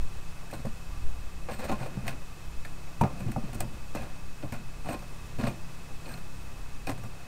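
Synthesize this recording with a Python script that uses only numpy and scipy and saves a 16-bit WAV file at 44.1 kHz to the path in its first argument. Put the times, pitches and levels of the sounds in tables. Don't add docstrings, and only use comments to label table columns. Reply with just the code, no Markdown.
import sys
import numpy as np
from scipy import signal
from scipy.fft import rfft, irfft, next_fast_len
from scipy.io import wavfile
from scipy.ndimage import uniform_filter1d

SR = 44100
rng = np.random.default_rng(int(sys.argv[2]) if len(sys.argv) > 2 else 0)


def nominal_scale(level):
    x = np.asarray(level, float) / 20
    return 10 ** x


def bounce(signal):
    frames = np.transpose(np.atleast_2d(signal))
    limited = np.clip(frames, -1, 1)
    pcm = np.round(limited * 32767).astype(np.int16)
    wavfile.write(sys.argv[1], SR, pcm)


N = 320594

# pitch_hz, level_db, t60_s
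GROUND_MODES = [(79, -11.5, 0.08), (125.8, -5, 0.14), (190.5, -8.5, 0.096), (209.7, -2.5, 0.064),
                (273, -11, 0.05), (331, -9.5, 0.056)]
BRIQUETTE_MODES = [(381, -7.5, 0.089), (516, 4, 0.022), (604, -0.5, 0.07), (669, 0, 0.044),
                   (780.5, -1.5, 0.041), (834, -19.5, 0.038), (905, -0.5, 0.017), (1054, -7, 0.12),
                   (1210, -17, 0.12)]
TONGS_MODES = [(1427, 2.5, 0.038), (1666, 4.5, 0.013), (2125, 6.5, 0.011), (2490, 6.5, 0.018),
               (2980, -15, 0.01), (3520, -13.5, 0.024), (4320, -7, 0.015)]
PORT_MODES = [(7130, 9, 0.002), (8250, 9.5, 0.0023), (10200, -3, 0.0027), (11700, -20, 0.0014),
              (13450, -3, 0.0028)]

# start_s, knock_peak_db, thud_re_knock_db, tongs_re_knock_db
CRACKS = [(0.081, -51, -7, -3), (0.509, -43.5, -2, -3), (0.651, -23.5, -7, -21), (0.666, -37, 2, -18),
          (1.51, -47, 19, -10), (1.639, -35, 7, -12), (1.692, -22.5, -19, -38), (1.714, -35, -9, -18),
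          (1.809, -42, -5, -17), (1.858, -34, -2, -24), (2.065, -43, -10, -2), (3.009, -8, -1, -26.5),
          (3.202, -31.5, 3, -16), (3.279, -34.5, 5, -16), (3.315, -38.5, -8, -3), (3.36, -22, 5, -33),
          (3.529, -32, -20, -13), (3.545, -41, 19.5, -2), (3.603, -22.5, -9, -7.5), (3.623, -57, 5, -4),
          (3.947, -19, -9.5, -19.5), (4.018, -52, -4, -3), (4.885, -35, 7, -5), (4.989, -45.5, -12, -2),
          (5.022, -31.5, -26, -20), (5.383, -41, 22, -8), (6.868, -21, -3, -16.5), (6.886, -35, 3, -6),
          (6.913, -29, -5, -15)]
# start_s, knock_peak_db, thud_re_knock_db, tongs_re_knock_db
PINCHES = [(0.591, -37, 6, -17), (1.966, -46, 4, -21), (2.077, -27.5, -9, 0.5), (2.215, -42, -8, -9),
           (2.647, -36, -15, -2.5), (2.871, -40, -4, -11), (3.034, -19, 2, -21), (4.843, -36, -4, -9),
           (5.408, -39, -8, -1), (5.436, -35, -8, -9), (5.467, -25, -5, -12), (6.058, -39, 5, -10),
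           (6.087, -47, -14, -6), (6.139, -51, -15, -6), (6.173, -39, 5, -4), (6.892, -29, -7, -8)]
# start_s, knock_peak_db, thud_re_knock_db, tongs_re_knock_db
SETTLES = [
    (0.526, -30, 5.5, -22),
    (0.535, -38, -3, -5),
    (1.484, -22.5, -13, -26),
    (1.586, -32.5, -5, -16),
    (3.437, -41, 8, -16),
    (4.424, -34.5, -2, -10.5),
    (4.52, -27, -5, -12),
    (6.975, -40, 6, -9),
    (7.034, -33.5, 8.5, -14),
]
# start_s, length_s, knock_db, thud_re_knock_db, tongs_re_knock_db
SCRAPES = [(1.482, 0.057, -44, 6.5, 4.5), (1.59, 0.074, -38.5, 0.5, -2.5), (1.679, 0.057, -33, -3, -7),
           (1.774, 0.085, -36, -1, -6), (1.89, 0.17, -44, 4.5, -7), (2.045, 0.082, -45, 8.5, -3),
           (3.116, 0.175, -47, 15.5, -4), (3.402, 0.21, -52, 13.5, -3), (3.665, 0.1, -57.5, 17, 4),
           (4.852, 0.08, -33.5, 4, -7.5), (5.384, 0.1, -31, 6, -8.5), (6.033, .06, -44, 4, -5),
           (6.1, 0.037, -47, -2, -0.5), (7.1, .15, -48, -4, -3), (6.87, 0.035, -37.5, 8, -5.5)]
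# start_s, fall_20_db_s, knock_db, thud_re_knock_db, tongs_re_knock_db
ROLLS = [
    (3.027, 0.1, -27.5, 0, -17),
    (3.358, 0.1, -37, -8, -22),
    (3.625, .07, -42, 8, -20),
    (3.95, 0.2049, -34, 0, -5),
    (4.428, .06, -37, 3, -23),
    (4.534, .12, -44.5, 9, -4),
]

# start_s, peak_db, knock_hz, thud_hz, thud_re_knock_db
KNOCKS = [(0.528, -31, 550, 140, -16), (0.65, -26, 536, 131, -3.5), (0.667, -33.5, 584, 218, 4),
          (1.486, -34, 525, 136, -26), (1.697, -24.5, 755, 322, -5.5), (1.714, -30.5, 760, 256, 1.5),
          (1.972, -41.5, 800, 192, 10.5), (3.011, -13, 924, 125, -8.5), (3.027, -20, 954, 216, -0.5),
          (3.038, -35, 680, 126, -24), (3.362, -20.5, 767, 123, -14), (3.379, -34.5, 756, 234, 3.5),
          (3.438, -39.5, 571, 200, 7), (3.605, -31.5, 686, 111, -2), (3.949, -35.5, 620, 307, 1),
          (4.434, -28.5, 587, 296, -5), (4.524, -34.5, 498, 111, 1), (4.889, -24, 683, 184, -10.5),
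          (5.387, -32, 673, 124, -3), (6.892, -31.5, 580, 276, 2)]
# start_s, peak_db, pitch_hz
TICKS = [(0.5, -42, 1700), (0.5153, -44, 2480), (0.5357, -42, 1500), (2.0784, -45, 1660),
         (2.6497, -35, 1790), (3.0158, -33.5, 2420), (6.0575, -44, 2490), (6.095, -46, 1600),
         (6.112, -38, 1630), (6.1386, -46, 2580), (6.1774, -47, 1630), (6.871, -29.5, 2490),
         (3.972, -36, 2610)]
# start_s, peak_db, pitch_hz
CLINKS = [(0.5352, -38, 4250), (1.5144, -41, 4270), (2.0787, -37, 4250), (3.0121, -48, 3720),
          (6.0566, -41, 4230), (6.0896, -43, 4270), (6.1394, -33.5, 4250), (6.871, -37, 5520),
          (6.871, -35, 4340), (3.013, -38, 6050), (6.8874, -39, 4330)]

# middle_s, half_length_s, level_db
SIFTS = [
    (0.54, 0.01, -52),
    (1.535, .025, -49),
    (1.6, 0.014, -51),
    (1.652, .012, -49),
    (1.825, .03, -56),
    (2.083, 0.012, -45),
    (3.203, .008, -53),
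    (4.923, 0.023, -49),
    (5.48, 0.023, -53),
    (6.12, 0.052, -55),
]
# pitch_hz, level_db, t60_s
SIFT_RINGS = [(8500, -3.5, .006), (13650, -7, .005)]

# time_s, level_db
GUST = [(0.0, -31.5), (0.34, -42), (0.85, -40), (1.07, -29), (1.54, -41.5), (2.33, -43), (2.55, -37.5),
        (2.71, -45), (3.16, -41.5), (3.99, -43), (4.29, -42), (4.49, -61), (4.59, -49.5), (5.3, -38),
        (5.55, -50), (6.3, -46), (6.62, -42), (7.27, -57)]
# middle_s, level_db
PUFFS = [
    (0.028, -26),
    (0.11, -31),
    (1.039, -23),
    (1.17, -44),
]
# frequency_hz, density_db_per_hz
WIND_SPECTRUM = [(8, 12), (17, 5.5), (24, -9), (33, -3), (45, -10), (62, 1.5), (80, -17), (100, -12),
                 (140, -76.5)]
SWAY_SPECTRUM = [(1, -14.5), (10, 4), (18, -29), (26, -21), (36, -8.5), (48, -29), (70, -60)]
NIGHT_SPECTRUM = [(53, -25), (90, -3), (172, -10.5), (500, -16), (1000, -17), (3220, -26), (8500, -29),
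                  (16000, -37)]
# pitch_hz, width_hz, level_db
DRONES = [(1171, 15, -64.5)]
# multiple_of_firing_rate, level_db
ENGINE_ORDERS = [(1, -50), (2, -54), (3, -58), (4, -54.5), (5, -55.5), (7, -68), (8, -68)]
# pitch_hz, level_db
WHINES = [(5599, -76), (7014, -79), (7402, -79), (8086, -81), (9598, -82), (12452, -85), (14648, -89),
          (15036, -90)]

# grit_re_tongs_db, crumble_t60_s
CRACK, PINCH, SETTLE = (1.5, 0.058), (-8.5, 0.085), (-5.5, 0.16)
SETTLE_S = 0.003
SWELL_DB, STOP_S = 6.0, 0.062
THUD_LINGER = 1.5
DRAG_GRIT_DB, GRIP_S = -12.5, 0.0067
KNOCK_T60_S, TICK_T60_S, CLINK_T60_S = 0.056, 0.05, 0.019
PUFF_S, PUFF_HZ = 0.031, 6.2
SWAY_DB, NIGHT_DB = -38, -49
ENGINE_HZ, ENGINE_WAVER_HZ = 33.3, 0.12
WHISTLE_HZ, WHISTLE_DB = 2579.5, -58.5
PULSES_PER_S, PULSE_START, DUTY = 19.886, -0.13, 0.63
CUTOFF_HZ, OFFSET = 15650, -0.016


def contacts():
    bumps = drift(42)
    thud = body(GROUND_MODES, pressure(bumps, layer=0, blow_db=-11.0), (80, 350),
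                per_s=460, spread_db=0.1, uneven_db=5.0, touch=14.4, dry_db=-8)
    knock = body(BRIQUETTE_MODES, pressure(bumps, layer=1, blow_db=-14.5), (300, 1400),
                 per_s=820, spread_db=2.5, uneven_db=0.94, touch=15.0, dry_db=-5.5)
    tongs = body(TONGS_MODES, pressure(bumps, layer=2, blow_db=-7), (1100, 5000),
                 per_s=1500, spread_db=-1.5, uneven_db=1.5, touch=11.0, dry_db=-7.0)
    grit = body(PORT_MODES, pressure(bumps, layer=3, blow_db=-6), (4500, 15500),
                per_s=8000, spread_db=7.0, uneven_db=1.0, touch=1.5, dry_db=-2)
    soft_thud = signal.sosfilt(signal.butter(2, 420, fs=SR, output="sos"), thud)
    soft_knock = signal.sosfilt(signal.butter(4, 1350, fs=SR, output="sos"), knock)
    return soft_thud + soft_knock + tongs + grit


def body(modes, push, band_hz, per_s, spread_db, uneven_db, touch, dry_db):
    force = grains(per_s, spread_db)
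    force[[round((row[0] + SETTLE_S) * SR) for row in touches()]] = touch
    rung = np.zeros(N)
    steady_power = 0
    for k, (hz, db, t60) in enumerate(modes):
        steady_power += nominal_scale(2 * db) * t60 * SR / np.log(1e12)
        strike = force * push * nominal_scale(uneven_db * drift(8.6))
        rung += nominal_scale(db) * (-1) ** k * ring(strike, hz, t60)
    band = signal.butter(2, band_hz, "band", fs=SR, output="sos")
    direct = signal.sosfilt(band, force * push + 1e-18)
    direct /= np.sqrt(2 * (band_hz[1] - band_hz[0]) / SR)
    return rung / np.sqrt(steady_power) + nominal_scale(dry_db) * direct


def pressure(bumps, layer, blow_db):
    push = np.zeros(N)
    for s, knock_db, *rel_db, t60 in touches():
        at, t60 = round(s * SR), max(t60, 0.005)
        after = np.arange(min(round(t60 * SR), N - at)) / SR
        level_db = knock_db + (rel_db[0], 0, rel_db[1], rel_db[2])[layer] + blow_db
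        build_up = np.minimum(after / SETTLE_S, 1)
        push[at:at + len(after)] += nominal_scale(level_db + 2 - 60 * after / t60) * build_up

    stop = 2 * STOP_S * (THUD_LINGER if layer == 0 else 1)
    drags = [(row, [0, row[1], row[1] + stop], [-SWELL_DB, 0, -40]) for row in SCRAPES]
    drags += [(row, [0, 2 * row[1]], [0, -40]) for row in ROLLS]
    for (s, _, knock_db, thud_db, tongs_db), times, shape_db in drags:
        at = round(s * SR)
        t = np.arange(min(round(times[-1] * SR), N - at)) / SR
        span = slice(at, at + len(t))
        level_db = knock_db + (thud_db, 0, tongs_db, tongs_db + DRAG_GRIT_DB)[layer]
        level_db = level_db + np.interp(t, times, shape_db)
        push[span] += nominal_scale(level_db - 6.0 + 2.2 * bumps[span]) * np.minimum(t / GRIP_S, 1)
    return push


def touches():
    kinds = (CRACKS, CRACK), (PINCHES, PINCH), (SETTLES, SETTLE)
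    return [(*row, row[-1] + grit_db, t60) for rows, (grit_db, t60) in kinds for row in rows]


def grains(per_s, spread_db):
    size = nominal_scale(spread_db * np.minimum(rng.exponential(1, N), 4)) * rng.choice([-1, 1], N)
    return rms_one(size * (rng.random(N) < per_s / SR))


def knocks():
    out = np.zeros(N)
    for rows, t60 in (TICKS, TICK_T60_S), (CLINKS, CLINK_T60_S):
        for s, db, hz in rows:
            add_mode(out, s, db - 1.0, hz, t60, rise=0.0004)
    for s, db, hz, thud_hz, thud_db in KNOCKS:
        add_mode(out, s, db - 2.0, hz, KNOCK_T60_S, rise=0.00078)
        add_mode(out, s, db - 19.5, 1.1 * hz, KNOCK_T60_S, rise=0.00087)
        add_mode(out, s, db + thud_db + 3.5, thud_hz, 1.73 * KNOCK_T60_S, rise=0.0004)
    return out


def add_mode(out, s, db, hz, t60, rise):
    at = round(s * SR)
    t = np.arange(min(round(max(t60, 0.005) * SR), N - at)) / SR
    envelope = nominal_scale(db - 60 * t / t60) * (1 - np.exp(-t / rise))
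    out[at:at + len(t)] -= envelope * np.sin(2 * np.pi * hz * t)


def sifting():
    t = np.arange(N) / SR
    flow = sum(nominal_scale(db) * np.exp(-((t - s) / half) ** 2) for s, half, db in SIFTS)
    ash = grains(per_s=5000, spread_db=2.5)
    flicker = nominal_scale(2.5 * drift(60))
    return flow * flicker * sum(nominal_scale(db) * rms_one(ring(ash, hz, t60)) for hz, db, t60 in SIFT_RINGS)


def wind():
    gust_s, gust_db = np.transpose(GUST)
    t = np.arange(N) / SR
    puffs = [(s, nominal_scale(db) * np.exp(-((t - s) / PUFF_S) ** 2)) for s, db in PUFFS]
    flow = nominal_scale(np.interp(t, gust_s, gust_db) + 1.2 * drift(8.6))
    flow = flow + nominal_scale(-17) * sum(push for s, push in puffs)
    rocking = nominal_scale(11) * sum(push * np.sin(2 * np.pi * PUFF_HZ * (s - t)) for s, push in puffs)
    return nominal_scale(3.5) * flow * coloured(WIND_SPECTRUM) + nominal_scale(SWAY_DB) * coloured(SWAY_SPECTRUM) + rocking


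def night():
    drones = sum(nominal_scale(db) * rms_one(ring(rng.standard_normal(N), hz, 1.5 / width)) for hz, width, db in DRONES)
    return nominal_scale(NIGHT_DB + 0.5 * drift(0.33)) * coloured(NIGHT_SPECTRUM) + drones


def engine():
    turns = np.cumsum(ENGINE_HZ + ENGINE_WAVER_HZ * drift(1)) / SR
    hum = np.zeros(N)
    for order, db in ENGINE_ORDERS:
        level = np.sqrt(2) * nominal_scale(db + 1.86 * drift(4.1))
        hum += level * np.sin(2 * np.pi * (order * turns + rng.random()))
    return hum


def electronics():
    t = np.arange(N) / SR
    whines = sum(np.sqrt(2) * nominal_scale(db) * np.sin(2 * np.pi * (hz * t + rng.random()))
                 for hz, db in [*WHINES, (4801, -79)])
    gate = uniform_filter1d(((PULSES_PER_S * t + PULSE_START) % 1 < DUTY) * 1., size=90)
    return whines + np.sqrt(2) * nominal_scale(WHISTLE_DB) * gate * np.sin(2 * np.pi * WHISTLE_HZ * t)


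def ring(force, hz, t60):
    r, w = nominal_scale(-60 / (t60 * SR)), 2 * np.pi * hz / SR
    return signal.lfilter([0, np.sin(w)], [1, -2 * r * np.cos(w), r * r], force + 1e-18)


def coloured(spectrum):
    size = next_fast_len(N)
    hz, db = np.transpose(spectrum)
    bin_hz = np.arange(size // 2 + 1) * SR / size
    shape_db = np.interp(np.log(bin_hz + 1e-3), np.log(hz), db)
    return rms_one(irfft(rfft(rng.standard_normal(size)) * nominal_scale(shape_db), size)[:N])


def drift(rate):
    r = np.exp(-80 * np.pi * rate / SR)
    slow = signal.lfilter([1], [1, -2 * r, r * r], rng.standard_normal(N // 40 + 2002))[2000:]
    return np.interp(np.arange(N) / 40, np.arange(len(slow)), rms_one(slow))


def rms_one(x):
    return x / np.sqrt(np.mean(x ** 2) + 1e-20)


def scene():
    return (contacts() + knocks() + sifting() + wind() + night() + engine() + electronics())[None]


def roll_off(x):
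    return signal.sosfilt(signal.butter(12, 16460, fs=SR, output="sos"), x)


def record(dry):
    b, a = signal.iirpeak(11000, 5.0, fs=SR)
    dipped = dry - 0.22 * signal.lfilter(b, a, dry)
    rolled_off = signal.lfilter([0.82, 0.18], [1], dipped)
    cut = signal.sosfilt(signal.ellip(10, 0.5, 60, CUTOFF_HZ, fs=SR, output="sos"), rolled_off)
    return roll_off(cut + OFFSET)


dry = scene()
out = record(dry)
bounce(out)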